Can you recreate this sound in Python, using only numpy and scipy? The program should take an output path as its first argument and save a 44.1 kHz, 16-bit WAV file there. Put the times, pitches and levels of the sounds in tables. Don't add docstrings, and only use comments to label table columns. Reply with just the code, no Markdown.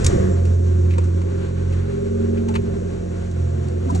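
import sys
import numpy as np
from scipy import signal
from scipy.fft import rfft, irfft
from scipy.io import wavfile
from scipy.ndimage import uniform_filter1d

SR = 44100
rng = np.random.default_rng(int(sys.argv[2]) if len(sys.argv) > 2 else 0)


def output_pcm(signal):
    pcm = np.clip(np.atleast_2d(signal).T, -1, 1) * 32767
    wavfile.write(sys.argv[1], SR, np.round(pcm).astype(np.int16))


N = 176400

# t/s, f/Hz
FIRING_HZ = [(0, 44), (0.2, 44.4), (0.45, 43.75), (0.8, 43.85), (1.1, 44.25), (1.45, 45), (1.72, 44.25),
             (1.93, 45.85), (2.15, 45.6), (2.45, 45.7), (2.7, 45), (3, 44.35), (3.25, 44.3), (3.45, 43.05),
             (3.9, 43.95), (4, 43.9)]
# t/s, level/dB
HARMONIC_1_DB = [(0.0, -23.5), (0.22, -31), (1.04, -47), (1.76, -30), (2.22, -40), (3.32, -36.5),
                 (3.54, -50.5), (4.0, -39.5)]
HARMONIC_2_DB = [(0.0, -28.5), (0.08, -10.5), (0.14, -39), (0.2, -22.5), (0.299, -17.5), (0.54, -15),
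                 (0.998, -15.5), (1.46, -24.5), (1.78, -18), (1.959, -30), (2.26, -22), (3.0, -30),
                 (3.321, -25.5), (3.419, -18), (3.68, -24.5), (4.0, -19)]
HARMONIC_3_DB = [(0.0, -27.5), (0.94, -35.5), (1.22, -42), (1.5, -31.5), (1.96, -31), (2.12, -40.5),
                 (2.64, -37), (3.26, -49), (3.38, -27), (3.62, -26.5), (4.0, -53.5)]
HARMONIC_4_DB = [(0.0, -41), (0.4, -46), (0.979, -33), (1.72, -34.5), (2.66, -32), (3.28, -34), (3.66, -51),
                 (3.84, -38.5), (4.0, -25)]
HARMONIC_5_DB = [(0.0, -65), (0.422, -42), (0.94, -45.5), (1.119, -43), (1.781, -39.5), (2.218, -25),
                 (2.52, -24.5), (2.98, -42.5), (4.0, -33.5)]
LOUDEST_PANEL_DB = [(0, -44), (.34, -29), (.5, -49), (.94, -53), (1.34, -31), (1.76, -38.5), (1.949, -25),
                    (2.7, -29.5), (3.46, -47), (4, -32.5)]

# f/Hz, level/dB
DRONE_TONE_SPECTRUM = [(150, -14), (200, -2.5), (245, -6), (290, -6.5), (335, -1), (361, 7), (378, -6.5),
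                       (400, -4.5), (425, 1), (445, -5.5), (495, -4.5), (525, -22.5), (549, 0),
                       (580, -19.5), (610, -11.5), (720, -17.5)]
DRONE_NOISE_SPECTRUM = [(30, -40.5), (70, -15), (120, -4.5), (200, -3), (260, -6.5), (310, -2.5), (350, -2),
                        (400, 3), (450, -4.5), (495, 4.5), (520, -7), (550, 3), (580, -3.5), (610, -21.5),
                        (665, -11.5), (750, -22), (1500, -51.5)]
AIR_SPECTRUM = [(100, 7.5), (400, -0.5), (620, -12.5), (820, -0.5), (950, -4), (1100, 1), (1250, -3.5),
                (1480, 0.5), (1620, -1.5), (1750, -4.5), (1900, -5.5), (2700, -9.5), (3300, -13),
                (4300, -13), (5000, -18), (5700, -50.5), (8000, -21), (10000, -29), (12000, -58)]
HISS_SPECTRUM = [(2000, -17), (3800, 2.5), (4600, -4.5), (5200, 5), (5700, 8.5), (7200, 8), (8200, 3),
                 (9300, -6), (10500, -24), (12000, -57), (15000, -56)]
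WASH_SPECTRUM = [(400, -31), (560, -8.5), (680, 17.5), (790, -4.5), (900, -6), (1100, -17.5), (1500, -45)]
RUMBLE_SPECTRUM = [(8, -38.5), (18, 3), (30, -15.5), (60, 5), (100, 5.5), (160, 0), (300, -40), (800, -62)]
# t/s, level/dB
DRONE_DB = [(0, -27), (.14, -23.5), (.3, -29), (.5, -30), (1.1, -34.5), (1.8, -33.5), (2.3, -34),
            (2.8, -32), (3.3, -35), (4, -31.5)]
AIR_DB = [(0, -32.5), (.12, -33), (.3, -40.5), (.5, -42), (.8, -43.5), (1.55, -42.5), (2.2, -42.5),
          (3.2, -44), (3.8, -43.5), (3.9, -41.5), (4, -43)]
HISS_DB = [(0, -42), (.1, -41), (.32, -51.5), (.5, -53), (.8, -54.5), (1.6, -55.5), (3.2, -55), (3.85, -55),
           (4, -51.5)]
WASH_DB = [(0, -47), (.12, -41.5), (.4, -46.5), (.7, -59.5), (1.9, -69.5), (2.5, -48.5), (3.1, -50.5),
           (3.7, -48.5), (3.83, -52), (3.9, -41), (4, -44)]
RUMBLE_DB = [(0, -43), (.1, -19.5), (.22, -23.5), (.4, -38.5), (1.1, -36), (1.7, -39.5), (2.3, -49.5),
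             (2.5, -35), (2.6, -28), (2.75, -35.5), (3.8, -33.5), (3.95, -25), (4, -32.5)]

# t/s, body/dB, clack/dB, snap/dB, attack/s, t60/s
CLICK_HITS = [(0.0446, -43, -30, -23.5, 0.00078, 0.04), (0.0646, -33, -28.5, -16.5, 0.0012, 0.023),
              (.452, -46, -44.5, -45, .002, 0.07), (0.903, -49.5, -42.5, -52, 0.0056, 0.13),
              (.934, -45, -46.5, -57, 0.0033, 0.13), (0.9816, -25, -37, -38.5, 0.0011, 0.041),
              (1.039, -65, -67, -48, .003, 0.036), (1.216, -38, -43, -49, 0.00061, 0.027),
              (1.722, -65, -46, -51.5, 0.0049, 0.11), (2.373, -58, -42.5, -56, 0.0015, 0.07),
              (2.485, -32, -39.5, -42.5, 0.0015, .055), (2.54, -38, -39.5, -45.5, .002, 0.049),
              (2.5537, -28, -29, -37.5, 0.0017, 0.026), (2.5593, -25.5, -28.5, -47, 0.0011, 0.021),
              (3.312, -69, -64, -49, .002, 0.03), (3.684, -61, -55, -45.5, 0.0019, 0.028),
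              (3.884, -37, -65, -60, 0.0014, 0.078), (3.9, -38, -59, -43, 0.0069, 0.044),
              (3.948, -40, -46, -38.5, 0.0015, 0.14)]
# f/Hz, level/dB
BODY_SPECTRUM = [(300, -14.5), (520, 5), (700, -22), (900, 26.5), (1200, 18), (1450, 11), (2000, -47.5)]
CLACK_SPECTRUM = [(1000, -37), (1800, -1), (2300, 2), (2600, 3), (3200, -6), (4200, -9), (5200, -16.5),
                  (9000, -32), (13000, -64.5)]
SNAP_SPECTRUM = [(2500, -24.5), (3800, -2.5), (5000, -4), (5700, -1.5), (7000, -1), (8400, -4.5),
                 (10000, -14), (11600, -13), (12800, -37.5), (15500, -53)]
# f/Hz, level/dB re clack, t60/s
TRIM_MODES = [(910, -21, .15), (1100, -18, .14), (1410, -8.5, 0.053), (2314, -5.5, 0.054),
              (2525, -5.5, .03), (2820, -17, 0.046), (4300, -21.5, .04)]
# t/s, f/Hz, level/dB, t60/s
KNOCK_HITS = [(0.05, 75.3, -8, 0.043), (0.129, 367, -9.5, 0.07), (.157, 329, -14.5, 0.062),
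              (.172, 502, -21, 0.2), (.226, 448, -20, 0.093), (0.299, 530, -20, 0.079),
              (.983, 490, -18, 0.05), (2.488, 850, -27.5, 0.11), (2.555, 70.4, -24.5, 0.86),
              (3.868, 263, -19.5, 0.15), (3.898, 994, -19.5, 0.057), (3.922, 284.4, -19, 0.14),
              (3.952, 760, -23, 0.067), (3.96, 394, -28.5, 0.089)]
# t/s, sigma/s, level/dB
RUSTLE_SWELLS = [(0.074, 0.024, -39), (.19, 0.082, -46), (.27, 0.063, -45.5), (1.87, 0.13, -60.5)]
# f/Hz, level/dB
RUSTLE_SPECTRUM = [(700, -22.5), (1100, 8), (1500, 3), (1850, 7.5), (2300, -11.5), (4000, -34)]
# f/firing rate, t/s, sigma/s, level/dB
PANEL_SWELLS = [(4.25, .18, .04, -24.5), (4.25, .278, .03, -23), (8.25, .255, .045, -26.5),
                (7.75, .33, .03, -31), (8.25, .72, .26, -33.5), (7.75, 2.42, .22, -31.5),
                (8.25, 2.25, .22, -35), (9.25, 2.3, .38, -34.5), (10.25, 2.3, .2, -41), (12, 1.45, .3, -42),
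                (12, 2.32, .2, -37), (8.25, 3.74, .1, -36)]
# f/Hz, level/dB
WHISTLE_SPECTRUM = [(6500, -42), (7300, -19), (7460, 1), (7650, -5), (8300, -38)]

# f/Hz, lead/rad
PORT_LEAD_RAD = [(90, 0), (180, .45), (270, 1), (400, 1.98), (560, 2.25), (700, 2.8), (900, 2.4),
                 (1500, 4.9), (3000, 4.6), (4200, 5.0), (5000, 5.3), (5600, 6.28), (7300, 6.28),
                 (9000, 5.4), (13000, 3.3)]
# f/Hz, level/dB
PORT_BALANCE_DB = [(45, 0), (88, -2), (132, -3.5), (180, -6.5), (226, -2), (360, -0.7), (560, 0.5),
                   (1200, 3.5), (3500, 1.5), (6000, 0.4)]

TIME_S = np.arange(N) / SR


def undb(db):
    return 10 ** (np.asarray(db) / 20)


def unit(x):
    return x / np.sqrt(np.mean(x ** 2))


def curve(rows):
    return np.interp(TIME_S, *np.array(rows, float).T)


def per_bin(rows):
    hz, value = np.array(rows, float).T
    bin_hz = np.arange(N + 1) * SR / (2 * N)
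    return np.interp(np.log(bin_hz + 1e-9), np.log(hz), value)


def shape(x, response):
    return irfft(rfft(x, 2 * N) * response)[..., :N]


def noise(spectrum):
    return unit(shape(rng.standard_normal(N), undb(per_bin(spectrum))))


def diffuse(spectrum):
    return np.array([noise(spectrum), noise(spectrum)])


def walk(rate_hz, count=N, hold=8):
    steps = np.repeat(rng.standard_normal(200), hold)
    smooth = unit(uniform_filter1d(uniform_filter1d(steps, hold), hold))
    return np.interp(np.linspace(0, N / SR * rate_hz * hold, count), np.arange(len(smooth)), smooth)


def strike(at_s, attack_s, t60_s):
    t = TIME_S - (at_s + attack_s)
    log_gain = np.minimum(t / attack_s, -np.log(1000) * t / t60_s)
    return np.exp(np.maximum(log_gain, -20))


def swell(at_s, sigma_s):
    return np.exp(-((TIME_S - at_s) / sigma_s) ** 2 / 2)


def engine_boom(firings, waver_db=.4, panel_multiple=8.75):
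    tones = [(1, HARMONIC_1_DB), (2, HARMONIC_2_DB), (3, HARMONIC_3_DB), (4, HARMONIC_4_DB),
             (5, HARMONIC_5_DB), (panel_multiple, LOUDEST_PANEL_DB)]
    out = 0
    for multiple, levels in tones:
        gain = np.sqrt(2) * undb(curve(levels) + waver_db * walk(20))
        out += gain * np.sin(2 * np.pi * (multiple * firings + rng.random()))
    return out


def panel_drone(firings, even_db=-5, waver_db=4.5, waver_rad=.44, noise_db=-1.5, decimation=15):
    body_hz, body_db = np.array(DRONE_TONE_SPECTRUM, float).T
    cycle_hz = curve(FIRING_HZ)[::decimation] / 4
    cycles = firings[::decimation] / 4
    tones = 0
    for harmonic in range(17, 67):
        level_db = np.interp(harmonic * cycle_hz, body_hz, body_db) + even_db * (harmonic % 2 == 0)
        gain = undb(level_db + waver_db * walk(2.72, len(cycles)))
        drift_rad = waver_rad * walk(10, len(cycles)) + 2 * np.pi * rng.random()
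        tones += gain * np.sin(2 * np.pi * harmonic * cycles + drift_rad)
    drone = unit(signal.resample_poly(tones, decimation, 1, window="blackmanharris")[:N])
    roar = undb(noise_db) * noise(DRONE_NOISE_SPECTRUM)
    return (drone + roar) * undb(curve(DRONE_DB))


def cabin_air(flicker_db=1.44):
    return diffuse(AIR_SPECTRUM) * undb(curve(AIR_DB) + flicker_db * walk(24.94))


def high_hiss(flicker_db=.85):
    return noise(HISS_SPECTRUM) * undb(curve(HISS_DB) + flicker_db * walk(24.92))


def hollow_wash(diffuse_db=-1):
    direct = ports(noise(WASH_SPECTRUM))
    return (direct + undb(diffuse_db) * diffuse(WASH_SPECTRUM)) * undb(curve(WASH_DB))


def phone_rumble():
    return noise(RUMBLE_SPECTRUM) * undb(curve(RUMBLE_DB))


def plastic_clicks(tail_db=-15, tail_t60_s=.13):
    body, clack, snap = noise(BODY_SPECTRUM), noise(CLACK_SPECTRUM), noise(SNAP_SPECTRUM)
    out = 0
    for at_s, body_db, clack_db, snap_db, attack_s, t60_s in CLICK_HITS:
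        envelope = strike(at_s, attack_s, t60_s) + undb(tail_db) * strike(at_s, attack_s, tail_t60_s)
        bands = undb(body_db) * body + undb(clack_db) * clack + undb(snap_db) * snap
        ring = sum(undb(db) * strike(at_s, attack_s, ring_s) * np.sin(2 * np.pi * hz * TIME_S)
                   for hz, db, ring_s in TRIM_MODES)
        out += envelope * bands + undb(clack_db) * ring
    return out


def soft_knocks(attack_s=.0047):
    return sum(undb(db) * strike(at_s, attack_s, t60_s) * np.sin(2 * np.pi * hz * (TIME_S - at_s))
               for at_s, hz, db, t60_s in KNOCK_HITS)


def grip_rustle():
    envelope = sum(undb(db) * swell(at_s, sigma_s) for at_s, sigma_s, db in RUSTLE_SWELLS)
    return diffuse(RUSTLE_SPECTRUM) * envelope


def singing_panels(firings):
    return sum(np.sqrt(2) * undb(db) * swell(at_s, sigma_s) * np.sin(2 * np.pi * multiple * firings)
               for multiple, at_s, sigma_s, db in PANEL_SWELLS)


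def faint_whistle(level_db=-51.5):
    return noise(WHISTLE_SPECTRUM) * undb(level_db) * swell(at_s=.322, sigma_s=.03)


def ports(x):
    lead_rad = per_bin(PORT_LEAD_RAD)
    return shape(x, np.exp(.5j * np.array([lead_rad, -lead_rad])))


def scene():
    firing_hz = curve(FIRING_HZ) * (1 + .0008 * walk(12))
    firings = np.cumsum(firing_hz) / SR
    engine = engine_boom(firings) + panel_drone(firings) + singing_panels(firings)
    direct = engine + high_hiss() + plastic_clicks() + soft_knocks() + phone_rumble() + faint_whistle()
    return ports(direct) + hollow_wash() + cabin_air() + grip_rustle()


def record(dry):
    notch_hz, width_hz, depth_db, cutoff_hz = 5080, 190, -5.5, 15600
    bin_hz = np.linspace(0, SR / 2, N + 1)
    notch_db = depth_db * np.exp(-((bin_hz - notch_hz) / width_hz) ** 2)
    balance_db = per_bin(PORT_BALANCE_DB)
    heard = shape(dry, undb(np.array([balance_db, -balance_db]) / 2 + notch_db))
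    lowpass = signal.ellip(8, .2, 70, cutoff_hz, fs=SR, output="sos")
    return signal.sosfilt(lowpass, heard)


dry = scene()
out = record(dry)
output_pcm(out)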